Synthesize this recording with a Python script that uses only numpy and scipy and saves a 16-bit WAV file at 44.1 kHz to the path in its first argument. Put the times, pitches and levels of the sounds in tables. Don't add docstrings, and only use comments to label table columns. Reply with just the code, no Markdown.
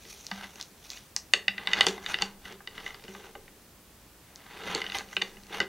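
import sys
import numpy as np
from scipy import signal
from scipy.fft import rfft, irfft
from scipy.io import wavfile

SR = 44100
rng = np.random.default_rng(int(sys.argv[2]) if len(sys.argv) > 2 else 0)


def transcribe(u):
    v = np.clip(np.atleast_2d(u).T, -1, 1)
    q = np.round(v * 32767).astype(np.int16)
    wavfile.write(sys.argv[1], SR, q)


N = 250488


def amp(db):
    return 10 ** (np.asarray(db) / 20)


def rms_one(x):
    return x / np.sqrt(np.mean(x ** 2) + 1e-20)


def noise():
    return rng.standard_normal(N)


def bandpass(x, edges_hz, order):
    return signal.sosfilt(signal.butter(order, edges_hz, "band", fs=SR, output="sos"), x)


def lowpass(x, cutoff_hz, order):
    return signal.sosfilt(signal.butter(order, cutoff_hz, fs=SR, output="sos"), x)


def at_hz(points, hz):
    points_hz, values = np.array(points).T
    return np.interp(np.log(hz), np.log(points_hz), values)


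def colour(x, spectrum):
    hz = np.maximum(np.arange(N // 2 + 1) * SR / N, 1)
    return rms_one(irfft(rfft(x) * amp(at_hz(spectrum, hz)), N))


def ring(force, hz, t60_s):
    r, w = np.exp(-np.log(1000) / (t60_s * SR)), 2 * np.pi * hz / SR
    return signal.lfilter([0, np.sin(w)], [1, -2 * r * np.cos(w), r * r], force + 1e-18)


BURST_LEN = 500
CRACK_DB, CRACK_TOP_DB = -5, -16
CRACK_DECAY_S, CRACK_RISE_S = 0.00093, 0.00025
SHORTER_DB_PER_DB = 0.8
PUSH_S = 0.0055
UPPER_RING_DB, UPPER_DB_PER_BRIGHT_DB = -4.5, -0.36
LOCK_RING_DB, LOCK_DB_PER_BRIGHT_DB = -8.5, -0.6
MODE_SCATTER_DB, COLOUR_PIVOT_HZ = 2.5, 2300

# frequency in Hz, relative level in dB, undamped t60 in s.
SLAT_LOW_MODES = [(197, -6, .3), (385, 0, .18), (414, -5, .18), (443, -4, .16), (530, -8, .13)]
# frequency in Hz, relative level in dB, undamped t60 in s.
SLAT_UPPER_MODES = [(805, -3.5, 0.062), (1218, -3, 0.023), (1572, 0, 0.025), (2019, 2.5, 0.026),
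                    (2815, 1, 0.016), (2918, -0.5, 0.031), (3606, 8, 0.012), (4503, 9, 0.0092)]
# frequency in Hz, relative level in dB, t60 in s.
LOCK_MODES = [(980, -2, .025), (1380, -2, .02), (1680, -1, .02), (2200, -1, .018), (2500, -1, .018),
              (3250, 0, .015), (3900, 1, .009), (4350, 2, .008), (5000, 1, .007), (5600, 0, .006),
              (6300, -2, .006), (7000, -6, .005)]
# start in seconds, reference level in dB, dull part in dB re the 1.5-3.6 kHz part,
# bright part in dB re the same, weight on the slats in dB re reference, lowest slat mode over the others in dB.
KNOCKS = [(0.051, -45, -15, -9, -7, -5), (0.267, -36.5, -24, 20, -32, 0), (0.3137, -26.5, 1, -8, -7, 27),
          (0.5574, -43.5, -3, 14, -8, 22), (0.612, -40.5, -15, 26.5, -34, 12),
          (0.6265, -39.5, -24, 19, -23, 8), (0.9028, -37, -21, 21.5, -32, 10),
          (0.972, -38, -50, -15, -41, -2), (1.164, -22, -8, 16.5, -33, 19), (1.187, -46, -20, 10.5, -26, 4),
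          (1.309, -59, -10, 10, -30, 6), (1.336, -9, -15, -1, -26, -5.5),
          (1.4808, -13, -20, -19, -23.5, 23), (1.5802, -26.5, -23, -28, -27, -2),
          (1.6721, -17.5, -17.5, -21.5, -26, 8), (1.715, -27.5, -39, -31, -37, 1),
          (1.733, -8.5, -33, -18, -39, -4), (1.8084, -7, -22.5, -11, -41, -16),
          (1.83, -29, -11, -4, -24, -1), (1.8666, -15, -3.5, -0.5, -10.5, -15),
          (1.8844, -25, -33, 3, -10.5, 5), (1.9782, -39.5, 0, -23, -23, -9),
          (2.0619, -21.5, -50, -11.5, -20, 8), (2.1423, -17, -58, -22, -27.5, -4),
          (2.1871, -30.5, -26, -22, -27, 11), (2.2211, -16.5, -4.5, 0, -16, 9),
          (2.4536, -37, -14.5, -13, -26, 3), (2.5243, -43, 4, 11, -4.5, 0),
          (2.6048, -59.5, 13.5, -21, -6, -4.5), (2.6737, -30, -19.5, -15.5, -21.5, -12),
          (2.7793, -35, -35, -33, -28, 1), (2.8628, -29, -8, -21, -24, -13),
          (2.9049, -41.5, -31, -43, -10, 2), (2.944, -40, -3, -9, -13, -5), (3.039, -43.5, -9, 2, 0.5, 4.5),
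          (3.0805, -41.5, -2, -11, 3, 7), (3.1494, -43, 7, -8, -5, -1), (3.3521, -44, 6, -17, 1, -22),
          (3.48, -51.5, -5.5, -21, 7.5, 24), (4.3588, -47.5, -16, 24.5, -28, 4),
          (4.749, -21.5, -16, 9.5, -12.5, -2), (4.817, -24.5, -22, -14, -42, -4),
          (4.8409, -32.5, -8, -19, -28, -17), (4.8647, -29.5, -47, -21, -11, 9),
          (4.8988, -33.5, -26, -16, -23, 1), (4.92, -29.5, -27, -11, -27, -14),
          (4.9466, -27.5, -36, -31, -22, -9), (4.9857, -29, -2, 13, -22, -8),
          (5.0064, -38.5, -3, -33, -3.5, 14), (5.0868, -48, -9, 0, -9, 10),
          (5.1287, -42, -15, -43, -26, -4), (5.1664, -21, -14, -12, -16, 6.5),
          (5.2154, -25.5, -19, -30, -16.5, -4), (5.2196, -18.5, -14, -10, -22, 2),
          (5.3688, -48, -14, -29, 4, 33), (5.435, -48, -37, 11, -12, 8), (5.468, -49, -12, 12, -14, -5),
          (5.5034, -46.5, -13, -18, -2, -16), (5.6023, -16.5, -9, -16, -17, -20),
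          (5.616, -30, -27, -22, -20, -11)]


def knocks():
    start_s, level_db, dull_db, bright_db, weight_db, lowest_db = np.transpose(KNOCKS)
    boom_db = weight_db + np.minimum(lowest_db, 0)
    thud_db = weight_db - np.maximum(lowest_db, 0)
    snap_db = np.maximum(bright_db, 0)
    upper_db = UPPER_RING_DB + UPPER_DB_PER_BRIGHT_DB * bright_db
    locks_db = LOCK_RING_DB + LOCK_DB_PER_BRIGHT_DB * snap_db

    t = np.arange(BURST_LEN) / SR
    starts = np.round(start_s * SR).astype(int)
    at = np.clip(starts[:, None] + np.arange(BURST_LEN), 0, N - 1)
    contacts = rng.standard_normal((len(start_s), BURST_LEN))
    quicker = amp(SHORTER_DB_PER_DB * snap_db)[:, None]
    burst = contacts * np.exp(-quicker * t / CRACK_DECAY_S) * (1 - np.exp(-quicker * t / CRACK_RISE_S))
    push = contacts * t * np.exp(-t / PUSH_S)

    out = np.zeros(N)
    for edges_hz, part_db in [((750, 1500), dull_db), ((1500, 3600), 0), ((3500, 6300), bright_db),
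                              ((7000, 15000), bright_db + CRACK_TOP_DB)]:
        crack = bandpass(burst, edges_hz, order=3)
        crack *= (amp(level_db + part_db + CRACK_DB) / np.abs(crack).max(axis=1))[:, None]
        np.add.at(out, at, crack)

    def ring_mode(mode, share_db, source):
        hz, mode_db, t60_s = mode
        scatter_db = MODE_SCATTER_DB * rng.standard_normal(len(start_s))
        strength = amp(level_db + share_db + mode_db + scatter_db)
        near = signal.lfilter(*signal.butter(1, [hz / 1.3, hz * 1.3], "band", fs=SR), source)
        drive = np.abs(near @ np.exp(-2j * np.pi * hz * t))
        drive = np.maximum(drive, 0.5 * np.median(drive))
        force = np.zeros(N)
        np.add.at(force, at, near * (strength / drive)[:, None])
        return ring(force, hz, t60_s)

    def colour_db(hz, treble_db):
        octaves = np.log2(hz / COLOUR_PIVOT_HZ)
        return np.clip(-octaves, 0, 1) * dull_db + np.clip(octaves, 0, 1) * treble_db

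    for mode in SLAT_UPPER_MODES:
        out += ring_mode(mode, colour_db(mode[0], np.minimum(bright_db, 0)) + upper_db, burst)
    for mode in LOCK_MODES:
        out += ring_mode(mode, colour_db(mode[0], bright_db) + locks_db, burst)
    for mode in SLAT_LOW_MODES:
        out += ring_mode(mode, boom_db if mode[0] < 300 else thud_db, push)
    return out


DRAG_TOP_HZ, RATTLE_DB = 3100, -4.5


def rubbing():
    drag_gain, shake_gain, rasp_gain = strokes()
    drag = dragged(SLAT_UPPER_MODES, per_s=5000, spread_db=2.8, damping=0.72)
    drag += amp(RATTLE_DB) * dragged(LOCK_MODES, per_s=2500, spread_db=3.8, damping=1)
    drag = lowpass(drag, DRAG_TOP_HZ, order=3)
    shake = dragged(SLAT_LOW_MODES, per_s=1100, spread_db=5.0, damping=0.88)
    grip = lumps(cutoff_hz=110, depth_db=3.0)
    return grip * (drag_gain * drag + rasp_gain * rasp(patchy_db=1.5)) + shake_gain * shake


# height in seconds, rise over 20 dB in s, fall over 20 dB in s,
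# drag gain in dB, slat shake gain in dB, rasp gain in dB.
STROKES = [(0.1, 0.21, 0.67, -60.5, -66, -45), (0.36, 0.12, 0.22, -47.5, -69, -48.5),
           (0.445, .12, 0.033, -41, -68, -47), (0.608, 0.11, 0.029, -48, -59, -44.5),
           (0.849, 0.025, 0.043, -55.5, -83, -44), (0.94, 0.12, 0.14, -53.5, -87, -42.5),
           (1.6, 0.077, 0.27, -45, -56, -59), (1.695, 0.048, 0.066, -36, -47.5, -48),
           (1.781, 0.073, 0.19, -30.5, -43.5, -39), (1.84, 0.027, 0.01, -38, -58, -49),
           (1.87, 0.02, 0.076, -37.5, -38, -30.5), (2.12, 0.096, 0.057, -32.5, -55, -36),
           (2.212, 0.029, .09, -36.5, -50, -44), (2.463, 0.037, 0.043, -42.5, -52.5, -45.5),
           (2.51, 0.076, 0.058, -45, -48.5, -56), (2.794, 0.11, 0.09, -45, -52, -51),
           (2.87, 0.11, 0.13, -44.5, -56, -49.5), (3.1, 0.24, 0.43, -68, -67, -53.5),
           (3.258, 0.5, 0.14, -50.5, -52, -58), (3.53, 0.13, 0.14, -83, -58, -75.5),
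           (4.6, 0.1, 0.082, -66, -52, -54), (4.678, .11, 0.24, -37, -38, -42),
           (4.756, 0.3, 0.1, -34.5, -61, -46), (4.87, 0.11, 0.19, -45, -72, -50),
           (4.957, 0.036, 0.069, -32.5, -48, -33), (5.13, 0.05, 0.031, -48, -66, -49),
           (5.26, 0.31, 0.33, -55, -56.5, -51.5), (5.553, 0.056, 0.069, -33, -53, -40.5),
           (5.629, 0.091, 0.031, -36, -33.5, -69)]


def strokes():
    t, power = np.arange(N) / SR, np.zeros((3, N))
    for height_s, rise_s, fall_s, *levels_db in STROKES:
        down_20db = np.where(t < height_s, (height_s - t) / rise_s, (t - height_s) / fall_s)
        power += (amp(levels_db)[:, None] * amp(-20 * down_20db)) ** 2
    return np.sqrt(power)


def grains(per_s, spread_db):
    size_db = spread_db * np.minimum(rng.exponential(1, N), 4)
    sizes = amp(size_db) * rng.choice([-1, 1], N)
    return sizes * (rng.random(N) < per_s / SR)


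def dragged(modes, per_s, spread_db, damping):
    slips, group = grains(per_s, spread_db), rng.integers(0, 4, N)
    total = np.zeros(N)
    for k, (hz, db, t60_s) in enumerate(modes):
        total += amp(db) * ring(slips * (group == k % 4), hz, t60_s * damping)
    return rms_one(total)


def lumps(cutoff_hz, depth_db):
    return amp(depth_db * rms_one(lowpass(noise(), cutoff_hz, order=2)))


# frequency in Hz, relative density in dB per Hz.
RASP_SPECTRUM = [(1500, -45), (2500, -2), (3300, -5), (4300, -4.5), (6000, -3.5), (7000, -9.5), (7900, -11),
                 (11000, -20), (15500, -28.5)]


def rasp(patchy_db):
    fibres = colour(grains(per_s=6000, spread_db=3.0), RASP_SPECTRUM)
    edges_hz = [1200, 2800, 4200, 5400, 7800, 16000]
    total = np.zeros(N)
    for band_hz in zip(edges_hz, edges_hz[1:]):
        total += lumps(cutoff_hz=8.1, depth_db=patchy_db) * bandpass(fibres, band_hz, order=2)
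    return total


ROOM_DB = -12.5
# frequency in Hz, t60 in s.
ROOM_DECAY = [(200, 0.52), (1000, 0.29), (4000, 0.16), (7000, 0.33), (12000, 0.034)]


def room(x):
    t = np.arange(SR // 3) / SR
    tail = np.zeros(len(t))
    for low_hz in 100 * 2.0 ** np.arange(7):
        band = bandpass(rng.standard_normal(len(t)), [low_hz, 2 * low_hz], order=2)
        tail += band * np.exp(-np.log(1000) * t / at_hz(ROOM_DECAY, low_hz * np.sqrt(2)))
    tail *= np.clip((t - 0.003) / 0.0027, 0, 1)
    return signal.fftconvolve(x, tail / np.sqrt(np.sum(tail ** 2)))[:N]


ROOM_TONE_DB = -56
# frequency in Hz, relative density in dB per Hz.
ROOM_TONE_SPECTRUM = [(20, -17), (33, -16.5), (43, 2), (100, -5), (200, -5), (450, -10.5), (900, -14.5),
                      (2000, -19), (6000, -24), (16000, -26.5)]
# centre in seconds, length in s, level in dB.
SWAYS = [(2.28, 0.45, -54), (2.9, 0.5, -60), (3.42, 0.4, -59), (5.5, 0.7, -59)]


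def background():
    t = np.arange(N) / SR
    tone = colour(noise(), ROOM_TONE_SPECTRUM)
    sway = rms_one(bandpass(noise(), [19, 23], order=3))
    lean = np.zeros(N)
    for centre_s, length_s, db in SWAYS:
        lean += amp(db) * np.exp(-2 * ((t - centre_s) / (length_s / 2)) ** 2)
    return amp(ROOM_TONE_DB) * tone + lean * sway


def scene():
    hands = knocks() + rubbing()
    return np.tile(hands + amp(ROOM_DB) * room(hands) + background(), (2, 1))


HISS_DB, CUTOFF_HZ = -59.5, 15800
WHINE_HZ, WHINE_DB = 15734, -83.5


def record(dry):
    whine = amp(WHINE_DB) * np.sqrt(2) * np.sin(2 * np.pi * WHINE_HZ * np.arange(N) / SR)
    hiss = amp(HISS_DB) * rng.standard_normal(dry.shape)
    wet = np.clip(dry + hiss + whine, -1, 1)
    return signal.sosfilt(signal.ellip(12, 0.5, 60, CUTOFF_HZ, fs=SR, output="sos"), wet)


dry = scene()
out = record(dry)
transcribe(out)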